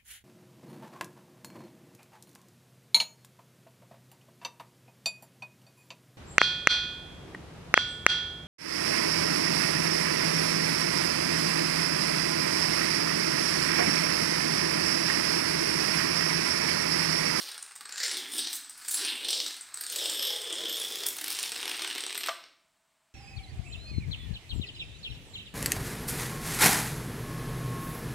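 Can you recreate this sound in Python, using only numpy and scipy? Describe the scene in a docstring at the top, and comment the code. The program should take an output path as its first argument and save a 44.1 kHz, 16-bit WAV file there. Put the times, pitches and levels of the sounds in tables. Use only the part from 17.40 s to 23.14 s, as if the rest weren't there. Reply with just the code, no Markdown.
"""A bare room with a wooden floor, one microphone: a long chain of plastic dominoes topples.
At a steady pace each tile clicks against the next and sets the fallen ones chattering and drumming
on the floor: light, high ticks in some stretches, a lower, dense rush where they crowd. Clicks and
chatter are noise bursts through five resonant voices: thud, body, clack, ring, edge.
The last tile knocks on a hollow cardboard box. Faint hiss and rumble lie underneath."""
import sys
import numpy as np
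from scipy import signal
from scipy.fft import rfft, irfft, next_fast_len
from scipy.io import wavfile
from scipy.ndimage import uniform_filter1d

SR = 44100
rng = np.random.default_rng(int(sys.argv[2]) if len(sys.argv) > 2 else 0)


def persist_wave(psi):
    """Save psi, clipped to +-1, as 16-bit WAV."""
    counts = np.round(np.clip(psi, -1, 1) * 32767).astype(np.int16)
    wavfile.write(sys.argv[1], SR, np.atleast_2d(counts).T)


N = 253134

# Levels are relative; widths are resonance widths.
# clearest tile-on-tile strikes: time_s, treble_db, clack_db, edge_db, ring_hz
CLEAR_STRIKES = [(0.0872, -45, -42, -51, 8600), (0.1155, -33, -52, -53, 8800),
                 (0.1424, -39, -45, -52.5, 8400), (0.1773, -29, -45, -59.5, 9200),
                 (0.225, -23, -49, -56.5, 9200), (0.309, -42, -61, -64, 8500),
                 (0.3183, -39.5, -52, -66, 8550), (0.3534, -34, -54, -52, 8300),
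                 (0.3597, -28.5, -59, -49, 8500), (0.4076, -33, -40.5, -45, 8240),
                 (0.4541, -29, -42, -54, 8370), (0.4911, -32, -41, -48, 8520),
                 (0.523, -24.5, -39.5, -54.5, 7280), (0.556, -28, -41, -57, 7430),
                 (0.574, -29, -48, -46.5, 7100), (0.5791, -22, -36, -49, 7500),
                 (0.5996, -25.5, -27.5, -43, 7080), (0.6318, -27.5, -21, -38, 7200),
                 (0.637, -21.5, -32, -41, 8900), (0.6619, -19.5, -40, -49, 8900),
                 (0.679, -24.5, -40, -49, 8900), (0.713, -19.5, -37, -43, 10560),
                 (0.768, -23.5, -29.5, -32, 8580), (0.919, -22, -43, -41.5, 8650),
                 (0.9359, -21, -53, -40, 8900), (0.9805, -14, -31, -38, 8950),
                 (0.9907, -27, -31, -41, 8400), (1.0703, -26.5, -25, -40, 8300),
                 (1.1285, -18, -32.5, -30, 8770), (1.1535, -22, -60, -40, 8370),
                 (1.2441, -30, -49, -64, 8000), (1.294, -24.5, -45.5, -42, 8100),
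                 (1.375, -34.5, -65, -42, 9700), (1.415, -40, -48, -53, 8300),
                 (1.4474, -32, -42, -48.5, 8600), (1.479, -23, -62, -41.5, 7300),
                 (1.482, -12.5, -37, -29.5, 8450), (1.51, -17, -37.5, -22.5, 8100),
                 (1.5406, -12, -33, -26, 10230), (1.6479, -17.5, -32.5, -54.5, 9050),
                 (1.845, -24.5, -27, -47.5, 8800), (1.8844, -22, -23, -34.5, 8600),
                 (1.9042, -16.5, -32, -32.5, 9450), (1.9281, -20, -22.5, -45, 7600),
                 (1.9996, -28, -22.5, -50, 7200), (2.062, -25.5, -26.5, -39.5, 7700),
                 (2.106, -28.5, -35.5, -59, 8720), (2.166, -32, -53, -57.5, 9400),
                 (2.2084, -24.5, -68, -61, 8400), (2.3412, -21, -44, -42, 8200),
                 (2.372, -27.5, -40, -43, 8330), (2.4091, -25.5, -35, -29, 8300),
                 (2.436, -26, -37, -45, 8600), (2.464, -22.5, -37.5, -47, 8630),
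                 (2.4975, -19, -49, -39, 8540), (2.5229, -26, -34, -30, 9350),
                 (2.559, -16.5, -29, -29.5, 7860), (2.639, -20, -32.5, -41, 7990),
                 (2.655, -19, -24, -40.5, 8370), (2.6964, -16.5, -31, -43.5, 8320),
                 (2.7935, -26, -26, -39.5, 11800), (2.8245, -18.5, -22.5, -31.5, 11900),
                 (2.849, -22.5, -36, -36.5, 11900), (2.8698, -20, -27, -48.5, 12800),
                 (2.8772, -44.5, -38, -43.5, 8400), (2.904, -40, -34, -48, 8500),
                 (2.9252, -29.5, -46, -48, 8400), (2.96, -24, -56, -52, 8770),
                 (3.0158, -26, -35, -40.5, 8330), (3.1254, -20, -34, -44.5, 8480),
                 (3.1822, -33, -32, -46, 8660), (3.2533, -36, -26.5, -56, 8450),
                 (3.294, -24, -30, -39.5, 13500), (3.3251, -28, -38, -36, 13400),
                 (3.3977, -28.5, -33.5, -32.5, 10980), (3.5031, -43, -46, -48.5, 8280),
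                 (3.5542, -27, -34.5, -39, 9950), (3.6571, -44.5, -31.5, -51, 8400),
                 (3.6638, -18, -32, -22.5, 9630), (3.6849, -19, -41, -33.5, 13100),
                 (3.7295, -35, -69, -43.5, 7950), (3.765, -38, -48, -35.5, 8150),
                 (3.7838, -27.5, -39, -39.5, 9150), (3.8116, -33, -39.5, -34, 7700),
                 (3.8414, -26, -36, -35, 10350), (3.859, -42, -39, -40, 8100),
                 (3.8691, -39, -39, -50, 8600), (3.8795, -31, -36, -31.5, 8200),
                 (3.902, -25, -34, -31.5, 9100), (3.912, -27.5, -38, -38.5, 10900),
                 (3.919, -31, -39, -37.5, 8800), (3.9255, -31.5, -46, -33.5, 9000),
                 (3.9488, -29, -37, -44, 7800), (3.9674, -31, -38, -48.5, 8400),
                 (3.9872, -23, -30, -41.5, 9000), (3.995, -24, -46, -42.5, 9170),
                 (4.0056, -31.5, -38, -46.5, 8500), (4.028, -20, -37, -34.5, 9200),
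                 (4.035, -30.5, -30, -45.5, 8900), (4.0495, -31, -51, -39.5, 9500),
                 (4.0574, -47, -40, -47, 8500), (4.1176, -23, -42, -45, 8250),
                 (4.1604, -34, -32.5, -45, 8100), (4.195, -40, -37, -57, 8320),
                 (4.2278, -30, -31, -47.5, 9500), (4.254, -28.5, -34, -44, 11180),
                 (4.2766, -34, -30, -37, 8900), (4.2936, -26.5, -35, -39.5, 8600),
                 (4.313, -26, -30, -42, 8900), (4.3422, -35.5, -33.5, -49.5, 8550),
                 (4.3666, -30, -43, -43.5, 8500), (4.392, -30, -32.5, -46.5, 8800),
                 (4.419, -24, -29.5, -40, 8850), (4.4443, -27.5, -29.5, -46, 8000),
                 (4.4743, -25.5, -34, -42.5, 8450), (4.499, -31, -35, -45.5, 8700),
                 (4.5092, -35.5, -31, -50, 8500), (4.5491, -30, -34.5, -41, 8270),
                 (4.5575, -41, -34.5, -53, 8400), (4.5794, -27.5, -32, -38.5, 8400),
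                 (4.6058, -24, -36, -48, 8400), (4.6362, -24, -33, -54, 8400),
                 (4.6632, -20.5, -37, -52.5, 8260), (4.6924, -44, -36, -53, 8200),
                 (4.7046, -36, -38, -49, 8250), (4.7254, -29, -35.5, -46.5, 8320),
                 (4.7465, -31, -43, -39.5, 8300), (4.7533, -27, -41, -50.5, 8300),
                 (4.764, -49, -49, -55, 8340), (4.776, -22.5, -38, -30.5, 8900),
                 (4.806, -29, -40, -50, 12100), (4.832, -35, -34, -45, 11700),
                 (4.8374, -34, -31.5, -53, 8650), (4.86, -29, -35, -36.5, 8500),
                 (4.87, -29, -32, -38, 8400), (5.038, -52, -45.5, -76, 8500)]
# strike character along the chain: time_s, tiles_per_s, nearness_db, ring_t60_s, scuff_db
CHAIN = [(.1, 22, 2.5, 0.037, -18), (.47, 24, -1.5, 0.019, -22), (.7, 35, -4, 0.041, -14.5),
         (1.7, 32.5, -1.5, 0.073, -1), (2.35, 36, 0, 0.035, -18), (2.9, 39.2, -2, 0.043, -17),
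         (3.66, 36, 2.5, 0.0087, -7), (3.85, 36, 3, 0.0064, -15), (4.3, 51, -0.5, 0.016, -23),
         (4.85, 36, 0.5, 0.01, -21)]
# chatter grain: time_s, contacts_per_s, size_spread_db, flare_db
GRAIN = [(.1, 1400, -2.5, -1), (.42, 430, -1.5, 17), (.65, 1020, -2.5, 4), (1.9, 1480, -0.5, 2),
         (3.6, 1340, 4.5, 3), (3.85, 466, -7, -8), (4.8, 500, 2, 18.5)]
# voices thud, body, clack, ring, edge: low_hz, high_hz, chatter_db, click_db
VOICES = [(244, 1070, -1.5, -32), (690, 3000, 0, -15), (2900, 6050, -3, -15), (6370, 10020, -1.5, -27.5),
          (10050, 15300, -1, -16)]
# broad tile spectrum: freq_hz, density_db
TILE_SPECTRUM = [(410, -29.5), (700, -12.5), (1110, -12), (1660, -9.5), (2300, -8), (3000, -9),
                 (4000, -7.5), (5260, -7), (6400, -11.5), (8650, -12.5), (11100, -24), (13300, -22.5),
                 (15400, -22.5), (16000, -26)]
# thud, floor drumming under the tiles: time_s, level_db, pitch_hz, width_hz
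FLOOR_MODE = [(0, -54.5, 463, 201), (.3, -79, 420, 200), (.6, -66, 440, 201), (.64, -55, 504, 110),
              (.72, -52.5, 384, 120), (.83, -45.5, 295, 100), (.88, -52.5, 300, 89), (.98, -43, 315, 74),
              (1.08, -50.5, 300, 59), (1.16, -80, 294, 80), (1.4, -78.5, 330.3, 200),
              (1.52, -56.5, 359, 152.7), (1.63, -44, 400, 111), (1.77, -53, 288, 140),
              (1.88, -44.5, 473, 235), (2, -48, 520, 195), (2.07, -52, 326, 80), (2.22, -104.5, 403, 200),
              (2.45, -68, 414, 205), (2.59, -42, 503, 140), (2.75, -47.5, 453, 256),
              (2.9, -42.5, 518, 109.6), (3, -47, 472.4, 100), (3.09, -41.5, 445, 50),
              (3.17, -44.5, 418, 200), (3.25, -40.5, 350, 286), (3.35, -49, 470, 203),
              (3.65, -46, 435, 169), (3.78, -54, 348.5, 119), (4.05, -53.5, 396, 171), (4.3, -49, 353, 150),
              (4.87, -52.5, 372, 149)]
# body, low mids: time_s, level_db
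BODY_LEVEL = [(0, -45.5), (.25, -54), (.47, -53.5), (.64, -36), (.77, -46.5), (1.08, -48), (1.3, -59),
              (1.5, -49), (1.65, -39), (1.83, -47.5), (2.28, -55), (2.6, -45.5), (3.75, -47.5),
              (4.28, -42.5), (4.87, -44)]
# hollow body resonance: time_s, pitch_hz, width_hz, prominence_db
BODY_MODE = [(0, 1580, 703, 0.5), (.4, 1430, 605, 9), (.56, 1710, 300, 8.5), (.64, 1910, 425, 21.5),
             (.75, 1990, 500, 1), (1.1, 1740, 500, -0.5), (1.3, 1380, 594, 10), (1.56, 1677, 403, 3),
             (1.66, 1660, 256, 6.5), (1.8, 2340, 595, -12.5), (2.1, 1840, 600, -7.5), (2.3, 1320, 600, 13),
             (2.55, 1700, 400, -2), (2.9, 1740, 393.4, -4.5), (3.6, 1830, 400, -4), (3.9, 2350, 700, -28),
             (4.3, 2220, 625, -2), (4.87, 2130, 609, 0)]
# clack, force of the rush: time_s, level_db
CLACK_LEVEL = [(0, -33), (.08, -38), (.24, -52), (.47, -52.5), (.64, -28), (.76, -33.5), (.89, -43.5),
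               (1.0, -26.5), (1.13, -42.5), (1.22, -57.5), (1.43, -50), (1.58, -32), (1.7, -26.5),
               (1.78, -38), (1.93, -26.5), (2.01, -32.5), (2.25, -59.5), (2.5, -38.5), (2.65, -27),
               (2.75, -32), (2.9, -25), (3.02, -34.5), (3.34, -31.5), (3.66, -36.5), (3.76, -47),
               (3.95, -35.5), (4.3, -38), (4.87, -37.5)]
# lower band edge of the clack: time_s, low_hz
CLACK_LOW = [(0, 2830), (.6, 2920), (1.1, 3000), (1.55, 3060), (1.68, 2400), (1.8, 2400), (1.92, 3050),
             (2.5, 2780), (3.65, 2875), (3.85, 2700), (4.87, 2540)]
# main resonance, narrow where tiles lie alike: time_s, pitch_hz, width_hz, prominence_db, overtone_db
CLACK_MODE = [(0, 4300, 1200, -14, -5), (.35, 4900, 700, 1, -7.5), (.6, 4480, 890, 7, -13),
              (.7, 4250, 1300, -17.5, -5), (.82, 3300, 550, 13, -12.5), (.96, 3400, 505, 11.5, -6.5),
              (1.03, 3460, 764, -1, -2.5), (1.3, 5030, 900, 2.5, -7), (1.56, 4540, 1100, 2.5, -11),
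              (1.64, 3920, 1500, -3.5, -12), (1.72, 3150, 910, 25.5, -15), (1.81, 3400, 805, 18, -22.5),
              (1.92, 3845, 930, -3.5, -8), (2.1, 4260, 1310, -10, 9.5), (2.45, 4480, 710, 11, -12),
              (2.54, 3870, 1475, -5, -41), (2.6, 3530, 610, 14, -4.5), (2.9, 3400, 385, 15.5, -9),
              (3.1, 3440, 340, 15.5, -16.5), (3.35, 3495, 300, 16, -10.5), (3.68, 3480, 300, 7.5, -3.5),
              (3.8, 3860, 1200, 4.5, -5.5), (4.05, 3760, 1300, 13, -0.5), (4.3, 3320, 1280, 0.5, -11),
              (4.87, 3700, 1280, 10, -8.5)]
# treble, ring and edge: time_s, level_db
TREBLE_LEVEL = [(0, -39), (.12, -51), (.44, -61.5), (.65, -33.5), (.85, -53), (.98, -36.5), (1.06, -63),
                (1.15, -38), (1.26, -68.5), (1.45, -46), (1.529, -33), (1.8, -48), (1.93, -41), (2.05, -43),
                (2.18, -52.5), (2.33, -64.5), (2.58, -42), (2.7, -41), (3.05, -47), (3.25, -45.5),
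                (3.38, -41), (3.8, -47.5), (3.98, -42.5), (4.15, -44), (4.87, -49.5)]
# bright tile ring: time_s, pitch_hz, width_hz, prominence_db
RING_MODE = [(0, 9000, 700, 12), (.45, 8700, 600, 1), (.55, 7200, 600, 3.5), (.65, 7400, 700, 11),
             (.76, 8600, 700, 0.5), (.97, 9070, 350, 13), (1.2, 8350, 600, 3), (1.5, 8000, 900, 3.5),
             (1.68, 8800, 700, 13.5), (1.92, 8600, 800, 12), (2.35, 8300, 600, 1.5),
             (2.52, 7540, 900, -7.5), (2.68, 8600, 600, 12), (3.4, 8450, 600, -8.5), (3.9, 8300, 700, -2.5),
             (4.3, 9000, 600, 4.5), (4.87, 8100, 500, 2)]
# edge voice against the treble: time_s, offset_db
EDGE_TILT = [(0, 0), (.6, -14), (.98, 2), (1.17, 3), (1.27, -20), (1.45, -4.5), (1.57, -4), (1.7, -5),
             (1.9, -5), (2.6, -1), (2.85, 3), (3.12, -7.5), (3.35, 0.5), (3.9, -5), (4.1, -3), (4.87, -7.5)]
# a sliding edge sings briefly: start_s, length_s, pitch_hz, prominence_db
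GLINTS = [(1.497, 0.11, 10900, 6.5), (1.69, 0.064, 12000, 13), (2.73, 0.14, 12000, 18.5),
          (3.275, 0.082, 13700, 28), (3.37, 0.049, 11200, 16.5), (3.537, .07, 14600, 9.5),
          (4.236, 0.057, 11200, 17), (4.747, .11, 12070, 17.5)]
# last tile hits the box and bounces: time_s, level_db
KNOCKS = [(4.8854, -15.5), (4.8892, -19), (4.8913, -15)]
# cardboard wall modes: pitch_hz, level_db, t60_s
BOX_MODES = [(664, 9, 0.06), (1182, 6, 0.089), (1271, 2.5, 0.061), (1365, -2, 0.041), (1520, -16, 0.035),
             (1652, -15, 0.054)]
# room decay: freq_hz, t60_s
ROOM_DECAY = [(300, 0.85), (650, 0.49), (1200, 0.51), (2400, 0.63), (6000, 0.51), (9000, 0.39),
              (14000, 0.36)]
# room hiss: freq_hz, density_db
HISS_SPECTRUM = [(15, -28.5), (25, -15), (61, -28), (173, -10.5), (253, -14), (313, -15.5), (523, -22.5),
                 (648, -3), (762, -18), (826, -8.5), (4040, -17.5), (6550, -20.5), (8130, -15),
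                 (10100, -25), (15500, -29)]
# room rumble: time_s, level_db
RUMBLE_LEVEL = [(0, -90), (1.7, -86.5), (2.4, -85.5), (3.3, -78), (4.1, -76.5), (5.1, -94), (5.74, -100)]

BOX_HIT_S = KNOCKS[0][0]
TIME_S = np.arange(N) / SR


def clicks(crack_t60_s, slide_db, slide_t60_s, scuff_t60_s, rebound_db, ring_db):
    """Each tile slides into a crack, rebounds within milliseconds, scuffs and rings."""
    lead_s, fft_size = .015, 4096
    track, t = np.zeros(N), np.arange(SR // 16) / SR - lead_s
    hz = np.fft.rfftfreq(fft_size, 1 / SR) + 1
    ring_band = rfft(band(signal.unit_impulse(fft_size), 6000, 13000))
    for time_s, treble_db, clack_db, edge_db, ring_hz in list(CLEAR_STRIKES) + faint_strikes():
        _, _, ring_t60_s, scuff_db = row_at(CHAIN, time_s)
        t60_s = crack_t60_s * np.exp(.53 * rng.standard_normal())
        blow = fade(t, t60_s) + amp(rebound_db) * fade(t - rng.uniform(.00087, .003), t60_s)
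        rub = amp(slide_db) * fade(-t, slide_t60_s) + amp(scuff_db) * fade(t, scuff_t60_s)
        responses = tile_responses(hz, time_s)
        force = (blow + rub) * rng.standard_normal(len(t))
        voices = irfft(rfft(force, fft_size) * responses)[:, :len(t)]
        # same body-to-clack balance as the surrounding chatter
        body_db = clack_db + at(BODY_LEVEL, time_s) - at(CLACK_LEVEL, time_s)
        levels_db = [body_db, body_db, clack_db, treble_db, edge_db]
        click = sum(amp(db + click_db) * unit_rms(voice)
                    for voice, db, (*_, click_db) in zip(voices, levels_db, VOICES))
        # touching tiles ring slightly apart
        pitches_hz = ring_hz * rng.normal(1, .014, size=(3, 1))
        ring = np.sin(2 * np.pi * pitches_hz * t).sum(axis=0) * fade(t, ring_t60_s)
        ring = irfft(rfft(ring, fft_size) * ring_band)[:len(t)]
        add(track, time_s + .0014 - lead_s, click + amp(ring_db + treble_db) * unit_rms(ring))
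    return track


def faint_strikes(jitter_steps=.15, spread_db=2.5, ring_hz=8450, spread_hz=367):
    """Tiles fall at a steady pace: fainter strikes fill the steps between the clear ones."""
    rows = []
    for (start_s, *_), (end_s, *_) in zip(CLEAR_STRIKES, CLEAR_STRIKES[1:]):
        tiles_per_s = row_at(CHAIN, start_s)[0]
        steps = round((end_s - start_s) * tiles_per_s) if end_s < BOX_HIT_S else 1
        for step, (late, force, detune) in zip(range(1, steps), rng.standard_normal((16, 3))):
            time_s = start_s + (end_s - start_s) * (step + jitter_steps * late) / steps
            treble_db = at(TREBLE_LEVEL, time_s) + spread_db * force
            clack_db = at(CLACK_LEVEL, time_s) + spread_db * force
            edge_db = treble_db + at(EDGE_TILT, time_s)
            rows.append((time_s, treble_db + 12.5, clack_db - 2, edge_db, ring_hz + spread_hz * detune))
    return rows


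def tile_responses(hz, time_s, extra_peak_db=5.5):
    """One tile alone: five voices, detuned together, more prominent than in the chatter."""
    detune = np.exp(.055 * rng.standard_normal())
    powers = []
    for (_, high_hz, *_), controls in zip(VOICES, voice_controls(time_s)):
        _, low_hz, pitch_hz, width_hz, peak_db, overtone_db = controls
        powers.append(voice_power(hz, low_hz, high_hz, pitch_hz * detune, width_hz,
                                  peak_db + extra_peak_db, overtone_db))
    return minimum_phase(np.array(powers))


def chatter(stop_t60_s, frame=1024):
    """Contacts excite five resonances that vary from tile to tile and drift along the chain."""
    hz, t, spectra = signal.stft(contacts(contact_t60_s=.0029, settle_t60_s=.027), SR, nperseg=frame)
    power = 0
    for (_, high_hz, chatter_db, _), controls in zip(VOICES, voice_controls(t)):
        level_db, low_hz, pitch_hz, *resonance = controls
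        pitch_hz = pitch_hz * (1 + .01 * rng.standard_normal(len(t)))
        voice = voice_power(hz[:, None] + 1, low_hz, high_hz, pitch_hz, *resonance)
        power = power + amp(level_db + chatter_db) ** 2 * voice
    coming_to_rest = fade(np.maximum(t - BOX_HIT_S, 0), stop_t60_s)
    rattle = signal.istft(spectra * np.sqrt(power) * coming_to_rest, SR, nperseg=frame)[1][:N]
    return band(rattle, 160, SR / 2)


def contacts(contact_t60_s, settle_t60_s):
    """Tiny hard contacts, each a noise burst, flare after every clear strike and settle."""
    contacts_per_s, spread_db, flare_db = row_at(GRAIN, TIME_S)
    t = np.arange(SR // 8) / SR
    stir = np.ones(N)
    for time_s, *_ in CLEAR_STRIKES:
        add(stir, time_s, amp(flare_db[round(time_s * SR)]) * fade(t, settle_t60_s))
    sizes = stir * amp(spread_db * np.minimum(rng.exponential(size=N), 3))
    impacts = (rng.random(N) < contacts_per_s / SR) * sizes ** 2
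    power = np.abs(signal.fftconvolve(impacts, fade(t, contact_t60_s) ** 2)[:N])
    # even out the rattle over about 40 ms, so the level curves set its loudness
    power /= np.abs(uniform_filter1d(power, size=1800)) + 1e-9
    return np.sqrt(power) * rng.standard_normal(N)


def voice_controls(t, glint_width_hz=380, overtone_db=-14, floor_peak_db=22, floor_overtone_db=-13):
    """Per voice at time t: level_db, low_hz, pitch_hz, width_hz, prominence_db, overtone_db."""
    thud_low_hz, body_low_hz, _, ring_low_hz, edge_low_hz = (voice[0] for voice in VOICES)
    floor_db, floor_hz, floor_width_hz = row_at(FLOOR_MODE, t)
    glints = np.array(GLINTS)
    latest = np.maximum(np.searchsorted(glints[:, 0], t) - 1, 0)
    start_s, length_s, glint_hz, glint_db = glints[latest].T
    glint_db = np.where((t >= start_s) & (t < start_s + length_s), glint_db, -60)
    treble_db = at(TREBLE_LEVEL, t)
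    return [(floor_db, thud_low_hz, floor_hz, floor_width_hz, floor_peak_db, floor_overtone_db),
            (at(BODY_LEVEL, t), body_low_hz, *row_at(BODY_MODE, t), overtone_db),
            (at(CLACK_LEVEL, t), at(CLACK_LOW, t), *row_at(CLACK_MODE, t)),
            (treble_db, ring_low_hz, *row_at(RING_MODE, t), overtone_db),
            (treble_db + at(EDGE_TILT, t), edge_low_hz, glint_hz, glint_width_hz, glint_db, overtone_db)]


def voice_power(hz, low_hz, high_hz, pitch_hz, width_hz, peak_db, overtone_db):
    """Unit-mean power spectrum: a steep band with a resonance and its second bending mode."""
    body_low_hz = VOICES[1][0]
    colour = amp(at_hz(TILE_SPECTRUM, np.maximum(hz, body_low_hz))) ** 2
    passband = colour / (1 + (low_hz / hz) ** 18) / (1 + (hz / high_hz) ** 18)
    first, second = (1 / (1 + ((hz - ratio * pitch_hz) / width_hz) ** 2) ** 3 for ratio in (.98, 1.532))
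    power = passband * (1 + amp(peak_db) ** 2 * (first + amp(overtone_db) ** 2 * second))
    return power / power.mean(axis=0)


def box(crack_db, crack_t60_s, slap_db, slap_t60_s):
    """The hollow box answers each knock with a crack, a papery slap and its wall modes."""
    track, t = np.zeros(N), np.arange(SR // 4) / SR
    for time_s, knock_db in KNOCKS:
        # soft walls flex, so their pitch wavers
        flexed_s = t + .25 * np.cumsum(rng.standard_normal(len(t))) / SR
        walls = sum(amp(db + rng.standard_normal()) * np.sin(2 * np.pi * hz * flexed_s) * fade(t, t60_s)
                    for hz, db, t60_s in BOX_MODES)
        crack = band(rng.standard_normal(len(t)) * fade(t, crack_t60_s), 1200, 7000)
        slap = band(rng.standard_normal(len(t)) * fade(t, slap_t60_s), 830, 3500)
        add(track, time_s, amp(knock_db - 19) * (walls + amp(crack_db) * crack + amp(slap_db) * slap))
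    return band(band(track, 560, 15000), 560, 15000)


def room(x, early_db, tail_db):
    """Near-wall echoes, then a diffuse tail, shorter in the treble; both redrawn at random every 1/6 s."""
    hop, wet = SR // 6, np.zeros(N)
    for start in range(0, N - hop, hop):
        hz, t, spectra = signal.stft(rng.standard_normal(SR // 2), SR, nperseg=256)
        decay = fade(t, at_hz(ROOM_DECAY, hz)[:, None])
        tail = signal.istft(spectra * decay, SR, nperseg=256)[1]
        tail = np.pad(tail / np.linalg.norm(tail), (SR // 200, 0))  # 5 ms pre-delay
        echoes = np.zeros(len(tail))
        echoes[(SR * rng.uniform(.002, .02, size=10)).astype(int)] = rng.standard_normal(10)
        response = amp(tail_db) * tail + amp(early_db) * echoes / np.linalg.norm(echoes)
        part = x[start:start + hop + hop // 2]
        crossfade = signal.windows.tukey(len(part), 2 / 3) ** .5
        add(wet, start / SR, signal.fftconvolve(part * crossfade, response))
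    return wet


def room_tone(hiss_db, rumble_gain_db):
    """Faint steady hiss over a low rumble that swells and fades."""
    hiss = filtered(rng.standard_normal(N), lambda hz: amp(at_hz(HISS_SPECTRUM, hz)))
    rumble = band(rng.standard_normal(N), 35, 210)
    rumble_db = rumble_gain_db + at(RUMBLE_LEVEL, TIME_S)
    return amp(hiss_db) * unit_rms(hiss) + amp(rumble_db) * unit_rms(rumble)


def amp(db):
    return 10 ** (np.asarray(db) / 20)


def unit_rms(x):
    return x / np.sqrt(np.mean(x ** 2) + 1e-20)


def fade(t, t60_s):
    """Exponential decay from t = 0, silent before."""
    return (t >= 0) * np.exp(-np.log(1000) * np.abs(t) / t60_s)


def add(track, start_s, sound):
    part = track[max(round(start_s * SR), 0):][:len(sound)]
    part += sound[:len(part)]


def row_at(rows, time_s):
    """All value columns, interpolated in time."""
    times_s, *columns = np.transpose(rows)
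    return [np.interp(time_s, times_s, column) for column in columns]


def at(rows, time_s):
    return row_at(rows, time_s)[0]


def at_hz(rows, hz):
    """Value interpolated over log frequency."""
    freqs_hz, values = np.transpose(rows)
    return np.interp(np.log(hz + 1), np.log(freqs_hz + 1), values)


def band(x, low_hz, high_hz):
    edges_hz = [low_hz, min(high_hz, SR / 2 - 1)]
    return signal.sosfilt(signal.butter(4, edges_hz, btype="band", fs=SR, output="sos"), x)


def filtered(x, response):
    """FFT filter with gain response(hz)."""
    size = next_fast_len(len(x) + 8192)
    return irfft(rfft(x, size) * response(np.fft.rfftfreq(size, 1 / SR)), size)[:len(x)]


def minimum_phase(power):
    """Response with this power spectrum that rings only after the blow."""
    cepstrum = irfft(np.log(power + 1e-7) / 2)
    half = cepstrum.shape[-1] // 2
    return np.exp(rfft(cepstrum * np.r_[1, np.full(half - 1, 2), np.zeros(half)]))


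def scene():
    """Chatter, clicks and the final knock in one room; both channels alike."""
    rattle = chatter(stop_t60_s=.13)
    strikes = clicks(crack_t60_s=.005, slide_db=-15.5, slide_t60_s=.03, scuff_t60_s=.069,
                     rebound_db=-2, ring_db=-26)
    knock = box(crack_db=11.5, crack_t60_s=.011, slap_db=14.5, slap_t60_s=.035)
    nearness_db = row_at(CHAIN, TIME_S)[1]
    direct = amp(-5) * rattle + amp(nearness_db) * strikes + knock
    wet = room(rattle, early_db=-9, tail_db=-13.5)
    wet += room(strikes + amp(-8) * knock, early_db=-10.5, tail_db=-3)
    return np.tile(direct + wet + room_tone(hiss_db=-73.5, rumble_gain_db=4.5), (2, 1))


def record(dry, cutoff_hz=15900):
    """Brick-wall low-pass."""
    return np.array([filtered(channel, lambda hz: hz < cutoff_hz) for channel in dry])


dry = scene()
out = record(dry)
persist_wave(out)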